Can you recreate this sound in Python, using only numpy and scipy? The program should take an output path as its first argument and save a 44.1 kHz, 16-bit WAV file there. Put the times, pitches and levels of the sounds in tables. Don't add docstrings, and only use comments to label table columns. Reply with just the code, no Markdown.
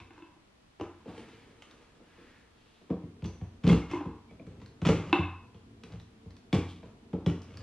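import sys
import numpy as np
from scipy import signal
from scipy.fft import rfft, irfft, next_fast_len
from scipy.io import wavfile
from scipy.ndimage import uniform_filter1d

SR = 44100
rng = np.random.default_rng(int(sys.argv[2]) if len(sys.argv) > 2 else 0)


def transcribe(signal):
    frames = np.atleast_2d(signal).T
    limited = np.clip(frames, -1, 1)
    pcm = np.round(limited * 32767).astype(np.int16)
    wavfile.write(sys.argv[1], SR, pcm)


N = 336417
T = np.arange(int(SR * .75)) / SR

# frequency in Hz, relative level in dB, 60 dB decay time in s.
SWAY_MODES = [(65.1, -3, 0.28), (89.4, -2, 0.48), (111, 0.5, 0.22)]
HOLLOW_MODES = [(129.2, -6, 0.2), (168.5, 3.5, 0.18), (197, -1, 0.15)]
TREAD_MODES = [(245.5, -2.5, 0.1), (297.4, -2, 0.15), (337.8, -9.5, 0.22), (386.6, -14.5, 0.24),
               (426, -9.5, 0.11), (456.5, -3.5, 0.081), (532.3, -15, 0.089), (658, -18, 0.045)]
# frequency in Hz, relative level in dB, 60 dB decay time in s.
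EDGE_MODES = [(1200, -3, 0.013), (2165, 3.5, 0.013), (2650, 1, 0.013), (3330, 3, 0.011)]
# frequency in Hz, relative spectral density in dB.
PAINT_SPECTRUM = [(300, -4.5), (600, 2.5), (1100, 5.5), (1800, -1.5), (2600, 0), (3400, -5.5), (4300, -7.5),
                  (7000, -16.5), (9000, -28), (11000, -49.5), (14000, -46)]
THUD_SPECTRUM = [(150, -32), (350, 4), (520, -0.5), (750, -8), (1050, -12.5), (1500, -23.5), (2500, -28.5),
                 (5000, -42.5), (12000, -74.5)]


def amp(db):
    return 10 ** (np.asarray(db) / 20)


def unit(x):
    return x / np.sqrt(np.mean(x ** 2) + 1e-20)


def along(points, hz):
    f, v = np.transpose(points)
    return np.interp(np.log(hz + 1), np.log(f + 1), v)


def colour(x, points):
    m = 2 * next_fast_len(x.shape[-1] // 2 + 2048, True)
    gain = amp(along(points, np.fft.rfftfreq(m, 1 / SR)))
    cepstrum = irfft(np.log(gain))
    cepstrum[1:m // 2] *= 2
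    cepstrum[m // 2 + 1:] = 0
    response = np.exp(rfft(cepstrum))
    return irfft(rfft(x, m) * response, m)[..., :x.shape[-1]]


def add(track, s, sound):
    i = int(np.clip(s * SR, 0, N - 1))
    track[:, i:i + sound.shape[-1]] += sound[..., :N - i]


def mode_sizes(db):
    signs = (-1) ** np.arange(len(db))[:, None]
    return amp(db + rng.standard_normal(db.shape)) * signs


def ring(modes, pitch=1, t=T):
    hz, db, t60 = np.transpose(modes)[:, :, None]
    decay = np.exp(-np.log(1000) * t / t60)
    return np.sum(mode_sizes(db) * decay * np.sin(2 * np.pi * hz * pitch * t), axis=0)


def burst(t60, rise):
    return rng.standard_normal(len(T)) * amp(-60 * T / t60) * (1 - np.exp(-T / rise))


def hall(x, wet_db, build=0.0013):
    # frequency in Hz, 60 dB decay time in s.
    decay_times = [(60, 0.57), (200, 0.45), (450, 0.31), (1100, 0.62), (3000, 0.46), (8000, 0.43)]
    hz, t, z = signal.stft(rng.standard_normal((2, len(T))), SR, nperseg=256)
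    decay = amp(-60 * t / along(decay_times, hz)[:, None])
    tail = signal.istft(z * decay, SR, nperseg=256)[1][:, :len(T)]
    tail *= 1 - np.exp(-T / build)
    tail *= amp(wet_db) / np.linalg.norm(tail[0])
    tail[0, 0] += 1
    return signal.fftconvolve(x[None], tail, axes=1)[:, :len(x)]


def sized(x, db, length):
    return x * amp(db) / np.sqrt(np.mean(x[0, :int(length * SR) + 1] ** 2) + 1e-20)


def swell(start, end, db, rise, fall):
    t = np.arange(N) / SR
    return amp(db - abs(rise) * np.maximum(start - t, 0) - abs(fall) * np.maximum(t - end, 0))


def wood():
    return amp(1.0) * ring(SWAY_MODES) + ring(HOLLOW_MODES) + amp(-2.0) * ring(TREAD_MODES)


def hush():
    # frequency in Hz, relative spectral density in dB.
    hush_spectrum = [(15, -23), (25, 1), (80, 2), (237, -3), (472, -9.5), (554, -9.5), (991, -12),
                     (1160, -12.5), (1640, -15.5), (3100, -17.5), (9660, -32), (11900, -38.5), (14000, -59)]
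    # frequency in Hz, side level relative to mid in dB.
    hush_spread = [(60, -23), (110, -20.5), (200, -5), (370, 2.5), (680, -0.5), (1240, 1), (2280, 0),
                   (4170, 1.5), (7650, 1.5), (14000, 8)]
    mid, side = colour(rng.standard_normal((2, N)), hush_spectrum)
    return amp(-65) / np.std(mid) * np.array([mid, colour(side, hush_spread)])


def handling():
    # time of the fastest motion in s, level in dB.
    shifts = [(1.18, -54.5), (1.71, -63), (2.22, -64.5), (2.73, -74.5)]
    # start in s, end in s, level in dB.
    grips = [(0, 0.03, -59.5), (3.048, 7.631, -57.5)]
    # frequency in Hz, relative spectral density in dB.
    cloth_spectrum = [(88, -34), (150, -10.5), (341, 2), (403, -3), (451, 2.5), (597, -7), (3090, -15),
                      (9640, -37), (13000, -64)]
    tremor_db, tremor_s = 2.5, 0.084
    rumble_db = 1
    motion = sum(swell(s, s, db, rise=71, fall=34) for s, db in shifts)
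    grip = sum(swell(start, end, db, rise=148, fall=33) for start, end, db in grips)

    fibres = rng.standard_normal(N)
    unevenness = unit(uniform_filter1d(rng.standard_normal(N), size=300))
    brushing = fibres * amp(3.7 * unevenness)
    cloth = unit(hall(colour(brushing, cloth_spectrum), wet_db=2.0))

    waver = unit(uniform_filter1d(rng.standard_normal(N), size=int(tremor_s * SR)))
    damped_wood = wood() * amp(-60 * T / 0.022)
    pressure_noise = amp(tremor_db * waver) * rng.standard_normal(N)
    rub = signal.fftconvolve(pressure_noise, damped_wood)[:N]
    return motion * cloth + (grip + amp(rumble_db) * motion) * unit(hall(rub, wet_db=2.5))


def knocks():
    # start in s, force in dB,
    # depth in dB (high shoves the whole flight, low raps the tread), thud level in dB,
    # paint crack level in dB, pitch ratio of the wood at that spot.
    blows = [(.001, -63.5, 9.5, -70, -51.5, 0.93), (0.798, -53, 4, -43.5, -56, 0.9),
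             (0.8098, -49.5, -5, -45.5, -57, 1.1), (1.057, -59.5, -17, -54.5, -76, 0.96),
             (1.0781, -47.5, -6, -53, -82, 1.03), (2.002, -66, -13, -64, -76, 1.05),
             (2.1785, -65, -15.5, -69, -76, 1), (2.814, -64, -6.5, -65, -76, 0.98),
             (2.894, -63, -5, -53, -71, 1.07), (2.902, -34.5, -9.5, -41, -58, 1.04),
             (3.0324, -45, -2.5, -68, -73, 0.97), (3.222, -41.5, 3.5, -53.5, -55.5, 0.94),
             (3.2479, -39, -.5, -55, -48, 1.1), (3.413, -42.5, 5, -56, -57.5, 0.98),
             (3.6374, -30, 0.5, -50.5, -48, 0.94), (3.6672, -24, -4.5, -42.5, -40, 1.01),
             (3.697, -32.5, -10.5, -36.5, -38, 0.99), (3.714, -28, -5, -46, -46, 1),
             (4.057, -39.5, -5, -57.5, -60, 1), (4.31, -54.5, -2, -61.5, -62.5, 1),
             (4.396, -52, -9.5, -58, -73, 1.05), (4.467, -48.5, -1.5, -68, -59.5, 0.99),
             (4.6163, -50.5, 0.5, -65, -55, 1.01), (4.817, -35, 0.5, -47.5, -46, 1),
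             (4.858, -29, -2.5, -46, -37, 0.96), (4.8875, -25, -8, -32.5, -34.5, 0.99),
             (5.186, -34.5, 3.5, -48.5, -67, 1.01), (5.545, -52.5, 1, -62, -61.5, 1.07),
             (5.835, -53.5, -6.5, -69, -57.5, 1), (5.9211, -50, 3.5, -70, -58, 1),
             (6.258, -50, 3.5, -62, -83, 0.99), (6.528, -28.5, -7.5, -43, -31.5, 1.037),
             (6.829, -53, 1, -54.5, -70.5, 1.07), (7.131, -35, -7, -43.5, -59, 1.055),
             (7.2623, -28.5, -2.5, -41.5, -37.5, 1)]
    deep_db, boom_gain_db, tread_gain_db = -1, 3, -7
    boom_force_db, boom_growth = -36, 0.19
    out = np.zeros((2, N))
    for s, force_db, depth_db, thud_db, crack_db, pitch in blows:
        sway_db = force_db + depth_db + deep_db
        boom_db = force_db + boom_gain_db + boom_growth * (force_db - boom_force_db)
        tread_db = force_db - depth_db + tread_gain_db

        sway = ring(SWAY_MODES) * (1 - np.exp(-T / 0.0092))
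        boom = ring(HOLLOW_MODES, pitch) * (1 - np.exp(-T / 0.0065))
        tread = ring(TREAD_MODES, pitch) * (1 - np.exp(-T / 0.0012))
        thud = colour(burst(t60=0.038, rise=0.0017), THUD_SPECTRUM)
        paint = unit(colour(burst(t60=0.026, rise=0.00042), PAINT_SPECTRUM))
        clack = unit(ring(EDGE_MODES) * amp(-60 * T / 0.01))
        crack = paint + amp(-5) * clack

        add(out, s, sized(hall(sway, wet_db=-9.0), sway_db, length=0.049))
        add(out, s, sized(hall(boom, wet_db=-10.5), boom_db, length=0.015))
        add(out, s, sized(hall(tread, wet_db=0.5), tread_db, length=0.035))
        add(out, s, sized(hall(thud, wet_db=2.5), thud_db, length=0.046))
        add(out, s, sized(hall(crack, wet_db=0.5, build=0.0026), crack_db, length=0.0039))
    return out


def blade(modes):
    bend = 0.0051
    hz, db, t60 = np.transpose(modes)[:, :, None]
    waver = unit(uniform_filter1d(rng.standard_normal((len(modes), len(T))), size=400))
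    phase = 2 * np.pi * np.cumsum(hz * (1 + bend * waver), axis=1) / SR
    decay = np.exp(-np.log(1000) * T / t60)
    return np.sum(mode_sizes(db) * decay * np.sin(phase), axis=0)


def rattle():
    # frequency in Hz, relative spectral density in dB.
    rattle_spectrum = [(200, -25), (330, 4), (520, -10), (720, -7.5), (880, 0.5), (1050, 7.5), (1300, -6.5),
                       (1580, -1.5), (1850, -10), (2130, -6), (2350, -19), (2600, -4.5), (3150, -26),
                       (3600, -13.5), (4300, -23.5), (5400, -38.5), (12000, -68)]
    touches_per_s, t60, scatter_db = 420, 0.22, 3.5
    touches = rng.random(len(T)) < touches_per_s / SR
    size = rng.choice([-1, 1], len(T)) * amp(scatter_db * rng.standard_normal(len(T)))
    return colour(touches * size * amp(-60 * T / t60), rattle_spectrum)


def twangs():
    # start in s, level in dB, treble in dB (low for a soft contact),
    # lingering ring in dB relative to the level (low in a tight grip), rattle level in dB.
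    releases = [(.002, -55, 6, -22, -59), (.106, -54.5, -4.5, -15, -63), (.178, -53, -12, -6.5, -60),
                (.222, -50.5, -8, -16, -63), (.362, -61.5, -26, -25, -73), (.798, -45, -23, -27, -61),
                (.811, -35, -17.5, -24, -53), (3.914, -41, -13, -20, -54), (3.934, -28.5, -28, -29, -53),
                (3.959, -39.5, -13, -25, -49), (3.985, -49, -16, -25, -56), (4.009, -35.5, -25, -26, -53),
                (4.119, -55, -21, -24, -65), (5.128, -19.5, -2.5, -14, -28)]
    # frequency in Hz, relative level in dB, 60 dB decay time in s.
    steel_modes = [(293.3, 2, 0.093), (343.4, 4.5, 0.096), (837, -2, 0.032), (974, -5, 0.05),
                   (1035, -4, 0.076), (1610, -9, 0.025), (2134, -2, 0.029), (2544, 2, 0.02),
                   (2633, 3, 0.046), (2830, 0.5, 0.017), (3490, -6.5, 0.022)]
    linger_modes = [(325.5, 7.5, 0.3), (924, -4.5, 0.38), (1016, 3.5, 0.52), (1078, -1, 0.36),
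                    (2574, -1.5, 0.81), (2650, -8, .6)]
    # frequency in Hz, relative spectral density in dB.
    slap_spectrum = [(60, -17), (200, -6), (450, -26), (800, 2), (1150, -2), (1450, -3.5), (1900, -9),
                     (2700, -2), (3250, -20), (3900, -15), (4800, -28), (5400, -33.5), (8000, -39),
                     (10500, -61), (14000, -68)]
    sag_s_per_db = 0.25
    out = np.zeros((2, N))
    for s, db, treble_db, linger_db, rattle_db in releases:
        contact = [(700, 0.0066), (2500, treble_db)]
        rattle_contact = [(1000, 0.0077), (2500, treble_db / 2)]
        sag = 2.0 - np.exp(T / (sag_s_per_db * (1 + abs(treble_db))))

        slap = unit(colour(burst(t60=0.018, rise=0.00018), slap_spectrum))
        steel = unit(blade(steel_modes)) + amp(-6) * slap
        twang = colour(steel * sag, contact)
        add(out, s, sized(hall(twang, wet_db=-1.5, build=0.0055), db, length=0.015))

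        linger = colour(blade(linger_modes) * sag, contact)
        add(out, s, sized(hall(linger, wet_db=-4.5), db + linger_db, length=0.014))

        loose = colour(rattle(), rattle_contact)
        add(out, s, sized(hall(loose, wet_db=-2), rattle_db, length=0.013))
    return out


def clacks(slips):
    bite_spread = 0.16
    out, life = np.zeros((1, N)), T[:SR // 50]
    for i in np.flatnonzero(slips):
        pitch = 1 + bite_spread * rng.uniform(-1.12, 1)
        add(out, i / SR, slips[i] * ring(EDGE_MODES, pitch, life))
    return out[0, :len(T)]


def strokes():
    # start in s, length in s (sound stops at 0.75 s at the latest),
    # grit level in dB, judder level in dB.
    slides = [(0.124, 0.11, -67, -74), (3.63, 0.058, -50, -34.5), (3.667, 0.073, -39.5, -28),
              (3.88, 0.1, -51, -47.5), (4.44, 0.21, -76, -53), (4.848, 0.032, -35, -31.5),
              (4.878, 0.038, -36.5, -28), (4.92, 0.3, -56.5, -45.5), (5.858, 0.12, -66.5, -47),
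              (6.532, 0.038, -43, -29), (6.821, 0.063, -66, -53.5), (7.266, .05, -54.5, -39),
              (7.381, 1, -60.5, -47.5)]
    slips_per_s, scatter_db = 320, 4
    out = np.zeros((2, N))
    for s, length, grit_db, judder_db in slides:
        pressure = np.sqrt(np.abs(np.sin(np.pi * np.minimum(T / length, 1))))
        slip_now = rng.random(len(T)) < slips_per_s / SR
        slips = pressure * slip_now * amp(scatter_db * rng.standard_normal(len(T)))
        crumbs = slips + 0.06 * pressure * rng.standard_normal(len(T))
        grit = unit(colour(crumbs, PAINT_SPECTRUM)) + amp(-6.0) * unit(clacks(slips))
        shake = signal.fftconvolve(slips, wood())[:len(T)]
        judder = unit(shake) + amp(-12.0) * unit(colour(crumbs, THUD_SPECTRUM))
        add(out, s, sized(hall(grit, wet_db=-1.0, build=0.002), grit_db, length))
        add(out, s, sized(hall(judder, wet_db=-8.5), judder_db, length))
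    return out


def flakes():
    # start in s, level in dB, pitch in Hz.
    snaps = [(0.8106, -50.5, 3000), (1.622, -47.5, 2900), (1.7115, -55, 3830), (3.243, -49, 3430),
             (3.258, -51, 4360), (3.677, -37, 3580), (3.689, -42, 2800), (3.714, -53, 2560),
             (3.721, -49, 2620), (3.730, -45.5, 2380), (3.9122, -45, 2450), (3.933, -55, 2856),
             (4.601, -61, 2520), (4.661, -54, 4200), (4.868, -34, 2670), (4.894, -47.5, 3200),
             (5.836, -47.5, 2330), (5.923, -57, 3880), (5.999, -54, 3840), (6.016, -66, 5500),
             (6.307, -58, 4330), (6.367, -58, 4400), (6.529, -37.5, 3400), (6.534, -47.5, 3350),
             (6.548, -42, 2480), (7.419, -54, 5130), (7.433, -63, 5386), (7.537, -64, 2600),
             (7.5722, -47, 4700)]
    # frequency in Hz, relative spectral density in dB.
    chip_spectrum = [(500, 10.5), (1500, 15.5), (3500, 10), (6000, 7), (9000, -10.5), (14000, -29)]
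    out = np.zeros((2, N))
    for s, db, hz in snaps:
        snap = unit(colour(burst(t60=0.026, rise=0.00021), chip_spectrum))
        tick = snap + amp(-1.5) * unit(ring([(hz, 0, .006)]))
        add(out, s, sized(hall(tick, wet_db=-2.0, build=0.002), db, length=0.003))
    return out


def swishes():
    # start in s, length in s, centre frequency in Hz, level in dB.
    swells = [(1.065, 0.061, 540, -54), (1.117, 0.37, 2090, -65.5), (1.999, 0.5, 1750, -66.5),
              (2.45, 0.48, 2950, -73.5)]
    sharpness = 1.9
    out = np.zeros((2, N))
    for s, length, hz, db in swells:
        b, a = signal.iirpeak(hz, sharpness, fs=SR)
        band = signal.lfilter(b, a, rng.standard_normal(len(T)))
        band = colour(band, [(4000, 0.5), (9000, -12)])
        band *= np.sin(np.pi * np.minimum(T / length, 1))
        add(out, s, sized(hall(band, wet_db=1), db, length))
    return out


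def squeak():
    # frequency in Hz, relative spectral density in dB.
    squeak_spectrum = [(4700, -39), (5750, -1), (6100, 6), (6450, -9), (7500, -47)]
    whistle = unit(hall(colour(rng.standard_normal(N), squeak_spectrum), wet_db=-2.5))
    return whistle * swell(3.26, 3.26, db=-66, rise=1300, fall=82)


def chirps():
    # start in s, length in s, pitch in Hz, level in dB.
    chatters = [(3.692, 0.017, 2165, -41.5), (3.693, 0.015, 3340, -42.5), (3.81, .03, 2140, -55),
                (3.888, 0.047, 2140, -58), (3.927, 0.032, 2120, -50), (4.289, 0.035, 2274, -66),
                (4.395, 0.0072, 2310, -58), (4.851, 0.017, 2490, -41.5), (7.261, 0.0058, 3360, -45)]
    roughness = 0.024
    out = np.zeros((2, N))
    for s, length, hz, db in chatters:
        jitter = roughness * unit(uniform_filter1d(rng.standard_normal(len(T)), size=60))
        phase = 2 * np.pi * np.cumsum(hz * (1 + jitter)) / SR
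        tone = np.sin(phase) * np.sin(np.pi * np.minimum(T / length, 1))
        add(out, s, sized(hall(tone, wet_db=-8.5, build=0.0077), db, length))
    return out


def skitter():
    # frequency in Hz, relative spectral density in dB.
    skitter_spectrum = [(1500, -30), (3000, 9), (4000, 4), (5500, -5.5), (8000, -15), (13000, -30)]
    impacts_per_s = 1500
    crumbs = rng.standard_normal(N) * (rng.random(N) < impacts_per_s / SR)
    rustle = unit(hall(colour(crumbs, skitter_spectrum), wet_db=-2))
    return rustle * swell(6.7, 6.7, db=-59.5, rise=304, fall=123)


def scene():
    # frequency in Hz, side gain in dB.
    reflection_spread = [(100, -67), (400, -20.5), (1500, -23), (3500, -11.5), (8000, 10)]
    lead_s = 2e-5
    work = knocks() + twangs() + flakes() + strokes() + chirps()
    work = work + skitter() + squeak() + handling() + swishes()
    high_pass = signal.butter(2, 55, "high", fs=SR, output="sos")
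    mid, side = signal.sosfilt(high_pass, work)
    side = colour(side, reflection_spread) + np.gradient(mid) * SR * lead_s / 2
    mid, side = np.array([mid, side]) + hush()
    return np.array([mid + side, mid - side]) * amp([[.15], [-.15]])


def record(dry):
    top_hz = 14000
    m = next_fast_len(N + SR // 4)
    passes = np.fft.rfftfreq(m, 1 / SR) < top_hz
    return irfft(rfft(dry, m) * passes, m)[:, :N]


dry = scene()
out = record(dry)
transcribe(out)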